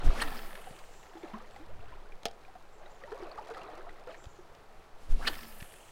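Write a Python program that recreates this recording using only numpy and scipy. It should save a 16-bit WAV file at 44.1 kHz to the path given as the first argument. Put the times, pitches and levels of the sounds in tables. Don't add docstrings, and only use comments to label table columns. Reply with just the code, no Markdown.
import sys
import numpy as np
from scipy import signal
from scipy.fft import rfft, irfft, next_fast_len
from scipy.io import wavfile
from scipy.ndimage import map_coordinates

SR = 44100
rng = np.random.default_rng(int(sys.argv[2]) if len(sys.argv) > 2 else 0)


def transcribe(u):
    v = np.clip(np.atleast_2d(u).T, -1, 1)
    q = np.round(v * 32767).astype(np.int16)
    wavfile.write(sys.argv[1], SR, q)


N = 260631
T = np.arange(N) / SR
SHORT = T[:SR // 4]
DRIP_DB = -73

# pitch_hz, level_db
SLOSH_TONE = [(150, -7), (270, -3.5), (400, 2), (700, 7), (1300, 8.5), (2000, -3), (3200, -62), (8000, -48)]
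# pitch_hz, level_db
SPRAY_TONE = [(1000, 7.5), (2200, 8), (4200, 0), (6000, -17), (10000, -17), (16000, -51)]


def amp(db):
    return 10 ** (np.asarray(db) / 20)


def unit(x):
    return x / np.sqrt(np.mean(x ** 2) + 1e-20)


def along(points, hz):
    pitches, values = np.transpose(points)
    return np.interp(np.log(hz + 1), np.log(pitches + 1), values)


def wobble(per_s):
    return map_coordinates(rng.standard_normal(int(N * per_s / SR) + 4), [T * per_s])


def filtered(x, response):
    size = next_fast_len(len(x) + SR // 2)
    return irfft(rfft(x, size) * response(np.fft.rfftfreq(size, 1 / SR)), size)[:len(x)]


def coloured(x, tone):
    return unit(filtered(x, lambda hz: amp(along(tone, hz))))


def noise(tone):
    return coloured(rng.standard_normal(N), tone)


def bell(peak_s, width_s):
    return np.exp(-.5 * ((T - peak_s) / width_s) ** 2)


def swell(peak_s, rise_s, fall_s):
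    return np.exp(-np.maximum(peak_s - T, 0) / rise_s - np.maximum(T - peak_s, 0) / fall_s)


def taps(per_s, scatter_db, fade_s):
    hits = (rng.random(N) < per_s / SR) * amp(scatter_db * rng.standard_normal(N))
    return unit(signal.lfilter([1], [1, -np.exp(-1 / (fade_s * SR))], hits))


def add(track, start_s, sound):
    part = track[max(round(start_s * SR), 0):][:len(sound)]
    part += sound[:len(part)]


def airy_tone(pitch_hz, spread):
    cycles = np.cumsum(pitch_hz) / SR
    knots = rng.standard_normal((2, N))
    a, b = (map_coordinates(k, [cycles * spread], order=1, mode="wrap") for k in knots)
    return a * np.sin(2 * np.pi * cycles) + b * np.cos(2 * np.pi * cycles)


def bubbles(activity, centre_hz, octaves, cycles, rise, scatter_db, count):
    when, pitch, life, size = rng.random((count, 4)).T
    start = np.searchsorted(np.cumsum(activity) / np.sum(activity), when)
    hz = centre_hz * 2 ** (octaves * (2 * pitch - 1))
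    t = T[:round(1.5 * cycles / centre_hz * 2 ** octaves * SR)]
    age = t * (hz / (cycles * (.5 + life)))[:, None]
    ring = np.sin(2 * np.pi * hz[:, None] * t * (1 + rise * np.minimum(age, 2) / 2))
    ring *= np.exp(-np.pi * age) * (1 - np.exp(-20 * age))
    ring *= amp(-scatter_db * np.log(1 - .97 * size))[:, None]
    samples = start[:, None] + np.arange(len(t))
    return np.bincount(samples.ravel(), ring.ravel(), N)[:N] / np.sqrt(activity)


def river():
    # pitch_hz, level_db
    current_tone = [(60, 2.5), (150, -1.5), (280, -6), (450, 0), (800, 0), (1300, -13.5), (2200, -11.5),
                    (3200, -17), (5000, -21.5), (8000, -26), (12000, -30.5), (16000, -31.5)]
    babble = bubbles(np.ones(N), centre_hz=817, octaves=1.24, cycles=7, rise=.1, scatter_db=2, count=900)
    return amp(-60 + .77 * wobble(9.6)) * noise(current_tone) + amp(-67) * unit(babble)


def breeze():
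    # peak_s, level_db, rise_s, fall_s
    gusts = [(.12, -25.5, .3, .16), (1.78, -46.5, 0.16, 0.84), (5.18, -26.5, 0.062, 0.12)]
    # pitch_hz, level_db
    rumble_tone = [(8, 3), (15, 10), (30, -13.5), (60, -22), (120, -31.5), (250, -35), (600, -100)]
    air = amp(-54) + sum(amp(db) * swell(s, rise, fall) for s, db, rise, fall in gusts)
    return air * amp(1.75 * wobble(4.056)) * noise(rumble_tone)


def stirring():
    # peak_s, rise_s, fall_s, slosh_db, spray_db
    strides = [(.08, .2, .36, -44, -54), (1.29, .2, .27, -52.5, -65), (1.92, .25, .22, -56, -68.5),
               (2.84, .04, .04, -55, -69), (3.22, .17, .25, -49, -63.5), (3.58, .13, .3, -46.5, -60.5),
               (4.115, .04, .06, -51.5, -62.5)]
    slosh_power, spray_power = 1e-12, amp(DRIP_DB) ** 2
    for peak_s, rise_s, fall_s, slosh_db, spray_db in strides:
        shove = swell(peak_s, rise_s, fall_s)
        slosh_power += (amp(slosh_db) * shove) ** 2
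        spray_power += (amp(spray_db) * shove) ** 2
    return np.sqrt(slosh_power), np.sqrt(spray_power)


def wading():
    slosh, spray = stirring()
    cloud = bubbles(slosh, centre_hz=780, octaves=1.5, cycles=17, rise=.35, scatter_db=3, count=1300)
    fizz = bubbles(spray, centre_hz=4000, octaves=1.2, cycles=13, rise=.1, scatter_db=3, count=2000)
    gurgles = bubbles(slosh, centre_hz=760, octaves=1.1, cycles=36, rise=.35, scatter_db=1, count=110)
    body = amp(-1.5) * coloured(cloud, SLOSH_TONE) + amp(-11) * noise(SLOSH_TONE)
    body += amp(-7.5) * unit(gurgles)
    lapping = amp(-64.5) * noise(SLOSH_TONE)
    churn = np.minimum(slosh / amp(-58.5), 1)
    mist = churn * coloured(fizz, SPRAY_TONE) + amp(-1) * noise(SPRAY_TONE)
    return lapping + slosh * body + spray * mist


def splashes():
    # pitch_hz, level_db
    patter_tone = [(1500, -10), (4000, 4.5), (7000, -3.5), (11000, -11), (16000, -21)]
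    _, spray = stirring()
    clumps = amp(2 * wobble(14))
    thrown = np.maximum(spray - amp(DRIP_DB), 1e-7) * clumps
    patter = coloured(taps(350, scatter_db=3, fade_s=.0014) * rng.standard_normal(N), patter_tone)
    plinks = bubbles(thrown, centre_hz=2900, octaves=.9, cycles=26, rise=.2, scatter_db=2.5, count=200)
    return amp(-4.5) * spray * clumps * patter + amp(-3.5) * thrown * unit(plinks)


def gulps():
    # start_s, level_db, pitch_hz, glide_ratio (above 1 rises)
    pockets = [(.042, -33.5, 251, 1.33), (.317, -35, 738, 1.34), (.669, -41, 800, 0.86),
               (1.152, -40, 332, 1), (1.168, -43.5, 770, 1.3), (1.233, -37.5, 414, 0.41),
               (1.254, -44, 1314, 0.95), (1.334, -35.5, 210.6, 1.05), (1.339, -36.5, 967, 1.2),
               (1.37, -45.5, 685, 1.23), (1.56, -49, 750, 1.15), (1.597, -42, 275, 1.3),
               (1.693, -45, 493, 1.4), (1.921, -43, 952, 1.15), (2.481, -43.5, 745, 1.06),
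               (2.553, -41, 710, 1.1), (2.811, -45, 670, 0.82), (3.036, -39, 502, 1.28),
               (3.076, -43, 885, 1.12), (3.118, -32.5, 383, 1.4), (3.199, -42, 392, 1.18),
               (3.222, -36, 375, .87), (3.268, -40.5, 645, 1.08), (3.313, -41.5, 598, 1.33),
               (3.378, -36.5, 1230, 0.91), (3.385, -34.5, 797, 1.3), (3.49, -35, 620, 1.47),
               (3.505, -34, 448, 1.03), (3.569, -35.5, 1214, 1.12), (3.684, -45, 595, 1.04),
               (3.615, -41.5, 595, 1.2), (3.778, -42, 600, 1.1), (3.787, -42, 361, 1.1),
               (4.071, -36, 472, 1.15), (4.073, -45, 1336, 1.08), (4.092, -39.5, 608, 1.13),
               (4.387, -45.5, 370, 0.95)]
    rings, wash, snaps = np.zeros((3, N))
    for start_s, db, pitch_hz, glide in pockets:
        ring_s = .03 * (500 / pitch_hz) ** .57
        age = SHORT / ring_s
        hz = pitch_hz * (1 + (glide - 1) * np.minimum(age, 1.3))
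        level = (1 - np.exp(-age / .05)) * np.exp(-1.8 * age ** 2)
        add(rings, start_s, amp(db - 3) * level * np.sin(2 * np.pi * np.cumsum(hz) / SR))
        add(wash, start_s, amp(db - 17) * level)
        add(snaps, start_s, amp(db - 14.5) * np.exp(-SHORT / .0029))
    rings *= amp(2 * wobble(90))
    snap_tone = [(300, -2), (1400, -1), (3000, -8), (9000, -31)]
    return rings + wash * noise(SLOSH_TONE) + snaps * noise(snap_tone)


def sleeve():
    # peak_s, level_db, width_s
    rustles = [(0.057, -49.5, 0.015), (5.04, -62.5, 0.033), (5.117, -53.5, 0.014)]
    # pitch_hz, level_db
    cloth_tone = [(600, 4), (2200, -2.5), (5000, -5), (9000, -7.5), (16000, -20)]
    return sum(amp(db) * bell(s, width) for s, db, width in rustles) * noise(cloth_tone)


def pushes():
    # middle_s, level_db, width_s, flutter_db
    puffs = [(0.08, -12, 0.011, -29), (0.711, -43, 0.0011, -53), (1.784, -37.5, 0.056, -52),
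             (4.27, -39.5, 0.0027, -54), (5.132, -14.5, 0.012, -38.5), (5.625, -39, 0.0014, -48)]
    # pitch_hz, level_db
    flutter_tone = [(20, -25), (50, 7), (100, -1.5), (200, -15), (320, -18), (600, -31), (2000, -39),
                    (9000, -60)]
    pressure, flutter = np.zeros((2, N))
    for s, db, width, flutter_db in puffs:
        pressure += amp(db) * (s - T) / width * bell(s, width) * np.sqrt(np.e)
        flutter += amp(flutter_db) * bell(s, 2.2 * width)
    return pressure + flutter * noise(flutter_tone)


def rod(whip_s, whip_tone, whip_db, swish_db, rush_db, whistle_hz, whistle_db):
    # pitch_hz, level_db
    rush_tone = [(120, -64), (230, 7.5), (500, -7.5), (1400, -9.5), (2500, -8.5), (5000, -12),
                 (7000, -17.5), (10000, -18.5), (16000, -32)]
    before, after = np.maximum(whip_s - T, 0), np.maximum(T - whip_s, 0)
    rush = amp(rush_db) * np.exp(-before / .081 - after / .026) * noise(rush_tone)
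    tip_hz = (280 + 3300 * np.exp(-before / .044)) * amp(.9 * wobble(110))
    sweep = airy_tone(tip_hz, spread=.45) + amp(-4.5) * airy_tone(.59 * tip_hz, spread=.56)
    swing = np.exp(-np.maximum(before - .03, 0) / .044 - np.maximum(T - whip_s + .018, 0) / .021)
    swish = amp(swish_db - 5) * swing * sweep
    burst = bell(whip_s, .0052) + .14 * bell(whip_s + .004, .0043)
    whip = amp(whip_db - 2) * burst * housing(noise(whip_tone), ring_db=-2)
    whistle = amp(whistle_db) * bell(whip_s + .004, .0037) * airy_tone(np.full(N, whistle_hz), spread=.07)
    wake_tone = [(200, -25), (380, 1), (950, -.5), (1600, -2), (3000, -24.5)]
    wake = amp(whip_db - 15.5) * bell(whip_s + .0092, .015) * noise(wake_tone)
    return rush + swish + whip + whistle + wake


def housing(x, ring_db):
    # pitch_hz, width_hz, level_db
    notes = [(1324, 43, 7.5), (1762, 98, 9.5), (2260, 87, -8), (3020, 7.7, -6), (3330, 30, -16),
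             (3650, 76, -7), (4290, 190, -2), (4540, 60, -24), (8250, 230, -4), (10100, 340, 1.5)]

    def ringing(hz):
        return sum(amp(db) * 1j * hz * width / (pitch ** 2 - hz ** 2 + 1j * hz * width)
                   for pitch, width, db in notes)
    return unit(filtered(x, lambda hz: 1 + amp(ring_db) * ringing(hz)))


def line(whip_s, hiss_db, rattle_db, hum_db):
    # pitch_hz, level_db
    hiss_tone = [(3000, -25), (6000, -7), (8300, -2), (11000, -6), (16000, -7)]
    # pitch_hz, level_db
    rattle_tone = [(200, 10.5), (700, 11.5), (1500, 5), (2000, 1.5), (3000, 1.5), (4900, -6), (6300, -24),
                   (9000, -8.5), (16000, -11)]
    after = np.maximum(T - whip_s, 0)
    flying = .5 + .5 * np.tanh((T - whip_s) / .056)
    speed = 1 / (1 + after / .26)
    hiss_hz = np.minimum(25500 * speed, 15000) * amp(.35 * wobble(120))
    hiss = airy_tone(hiss_hz, spread=.56) + amp(-3.5) * noise(hiss_tone)
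    hiss *= amp(hiss_db + 1.3 * wobble(71)) * flying * np.exp(-after / .44)
    slaps = taps(300 * speed, scatter_db=4, fade_s=.001)
    rattle = housing(coloured((3.1 + slaps) * rng.standard_normal(N), rattle_tone), ring_db=1.5)
    rattle *= amp(rattle_db - 3.5) * flying * np.exp(-after / .2)
    hum = airy_tone(160 + 135 * np.exp(-after / .25) + 130 * np.exp(-after / .02), spread=.15)
    hum *= amp(hum_db) * (1 - np.exp(-after / .01)) * np.exp(-after / .16)
    return hiss + rattle + hum


def guides(whip_times):
    # start_s, level_db
    slaps = [(0.553, -38.5), (.789, -42), (5.341, -39), (5.431, -41)]
    running = sum(swell(s, rise_s=.022, fall_s=.47) for s in whip_times)
    ticks = amp(-55) * running * taps(30, scatter_db=2, fade_s=.002)
    for start_s, db in slaps:
        add(ticks, start_s, amp(db - 1) * np.exp(-SHORT / .0042) * (1 - np.exp(-SHORT / .00045)))
    whisper = amp(-62) * sum(swell(s, rise_s=.023, fall_s=.77) for s in whip_times)
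    tick_tone = [(600, -23), (1800, 10), (3000, 3), (5000, -5.5), (8000, -18.5)]
    whisper_tone = [(1000, -5), (2500, 6), (4500, -2), (7500, -12), (12000, -30)]
    return ticks * noise(tick_tone) + whisper * noise(whisper_tone)


def spool(whip_times):
    # delay_s, level_db, width_s, pitch_hz
    scrapes = [(0.138, -62, 0.076, 4970), (.46, -67, 0.15, 2896)]
    out = np.zeros(N)
    for delay_s, db, width_s, hz in scrapes:
        touching = sum(bell(s + delay_s, width_s) for s in whip_times)
        out += amp(db) * touching * airy_tone(np.full(N, hz), spread=.33)
    return out * amp(4.9 * wobble(110))


def casting():
    # whip_s, whip_db, swish_db, rush_db, whistle_hz, whistle_db, hiss_db, rattle_db, hum_db
    casts = [(.221, -28, -36.5, -42.5, 1811, -34.5, -55, -42.5, -46.5),
             (5.278, -23.5, -35.5, -46, 3020, -38, -53, -43.5, -52.5)]
    # pitch_hz, level_db
    whip_tones = [
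        [(180, -37), (300, -18), (1110, -3.5), (1800, -4), (2420, -11.5), (4260, -8.5), (6890, -29),
         (8140, -13), (10100, -18.5), (11300, -26), (15800, -29)],
        [(180, -38), (300, -17), (643, -24), (1010, -5), (1710, -4.5), (2120, -12), (3010, 2), (3670, -5),
         (4330, -0.5), (5030, -10), (6670, -19.5), (10300, -27.5), (15800, -29)],
    ]
    whip_times = [s for s, *_ in casts]
    out = guides(whip_times) + spool(whip_times)
    for (whip_s, *rod_settings, hiss_db, rattle_db, hum_db), tone in zip(casts, whip_tones):
        out += rod(whip_s, tone, *rod_settings) + line(whip_s, hiss_db, rattle_db, hum_db)
    return out


def bird():
    # start_s, level_db, length_s, pitch_hz
    chirps = [(0.949, -64, 0.084, 7500), (1.134, -71, 0.1, 7470), (1.521, -73, .05, 7800),
              (2.726, -71, 0.049, 7520), (2.922, -67, 0.041, 7200), (4.203, -61, 0.042, 7460),
              (4.293, -64.5, 0.045, 7200)]
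    out = np.zeros(N)
    for start_s, db, length_s, hz in chirps:
        pitch = hz * (1 - .21 * np.clip(T - start_s, 0, .5))
        note = bell(start_s + length_s / 2, .62 * length_s) * airy_tone(pitch, spread=.12)
        linger = bell(start_s + length_s, 2 * length_s) * airy_tone(.88 * pitch, spread=.35)
        out += amp(db - 4) * note + amp(db - 11) * linger
    return out * amp(3.4 * wobble(45))


def drops():
    # start_s, level_db, pitch_hz
    heavy_drops = [(1.5617, -42, 1980), (2.1214, -44, 2320), (2.45, -46.5, 2370), (2.861, -48, 3750),
                   (3.0376, -38.5, 1830), (3.1214, -43, 1730), (3.3153, -42, 4370), (3.547, -38, 1710),
                   (3.6153, -40.5, 2720), (3.8926, -40.5, 1910), (4.144, -40.5, 1750)]
    plinks, ticks = np.zeros((2, N))
    level = np.exp(-SHORT / .0035) * (1 - np.exp(-SHORT / .0004))
    for start_s, db, hz in heavy_drops:
        add(plinks, start_s, amp(db - 1) * level * np.sin(2 * np.pi * hz * SHORT * (1 + 3 * SHORT)))
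        add(ticks, start_s, amp(db - 11) * np.exp(-SHORT / .005))
    return plinks + ticks * noise(SPRAY_TONE)


def reel():
    # start_s, level_db
    clicks = [(2.233, -44.5), (2.2835, -44.5), (2.3124, -49), (4.2415, -46.5), (4.255, -48.5), (4.55, -51)]
    # pitch_hz, level_db, ring_s (time to fade by 60 dB)
    notes = [(473, -17, 0.17), (598, 1, 0.036), (690, -5, 0.14), (782, -5, 0.12), (1240, -3, 0.025),
             (1750, -13, 0.03), (2760, -5.5, 0.0079), (5130, -10, 0.012), (6750, -21, .02)]
    # pitch_hz, level_db
    crack_tone = [(200, -40), (700, -2), (3000, 14), (5200, 12), (7500, -2), (12000, -10), (16000, -15)]
    snap_s, first_gap_s, gap_growth, ring_lag_s = 2.255, .0045, 1.05, .0015
    bounce = np.arange(5)
    times = snap_s + first_gap_s * (np.cumsum(gap_growth ** bounce) - 1) / gap_growth
    hits = list(zip(times, -25 - 8 * bounce, -29 - 10 * bounce))
    hits += [(s, db, db - 9) for s, db in clicks]
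    crack_shape = np.exp(-SHORT / .0016) + .035 * np.exp(-SHORT / .01)
    ring, crack = np.zeros((2, N))
    for start_s, crack_db, ring_db in hits:
        strengths = amp(1.5 * rng.standard_normal(len(notes)))
        ringing = sum(gain * amp(db - 60 * SHORT / ring_s) * np.sin(2 * np.pi * hz * SHORT)
                      for gain, (hz, db, ring_s) in zip(strengths, notes))
        add(ring, start_s + ring_lag_s, amp(ring_db) * ringing)
        add(crack, start_s, amp(crack_db) * crack_shape)
    return ring + crack * noise(crack_tone)


def banks(x):
    # pitch_hz, fade_s (time to fade by 60 dB)
    fade_times = [(200, 0.6), (1500, 0.36), (10000, 0.026)]
    hz, t, spectrum = signal.stft(rng.standard_normal(SR // 2), SR, nperseg=256)
    fading = amp(-60 * t / along(fade_times, hz)[:, None])
    _, tail = signal.istft(spectrum * fading, SR, nperseg=256)
    return signal.fftconvolve(x, tail / np.linalg.norm(tail))[:N]


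def scene():
    near = wading() + splashes() + gulps() + drops() + reel() + sleeve() + casting()
    return (near + amp(-20) * banks(near) + pushes() + river() + breeze() + bird())[None]


def record(dry):
    top_hz = 15850
    return np.array([filtered(x, lambda hz: hz < top_hz) for x in dry])


dry = scene()
out = record(dry)
transcribe(out)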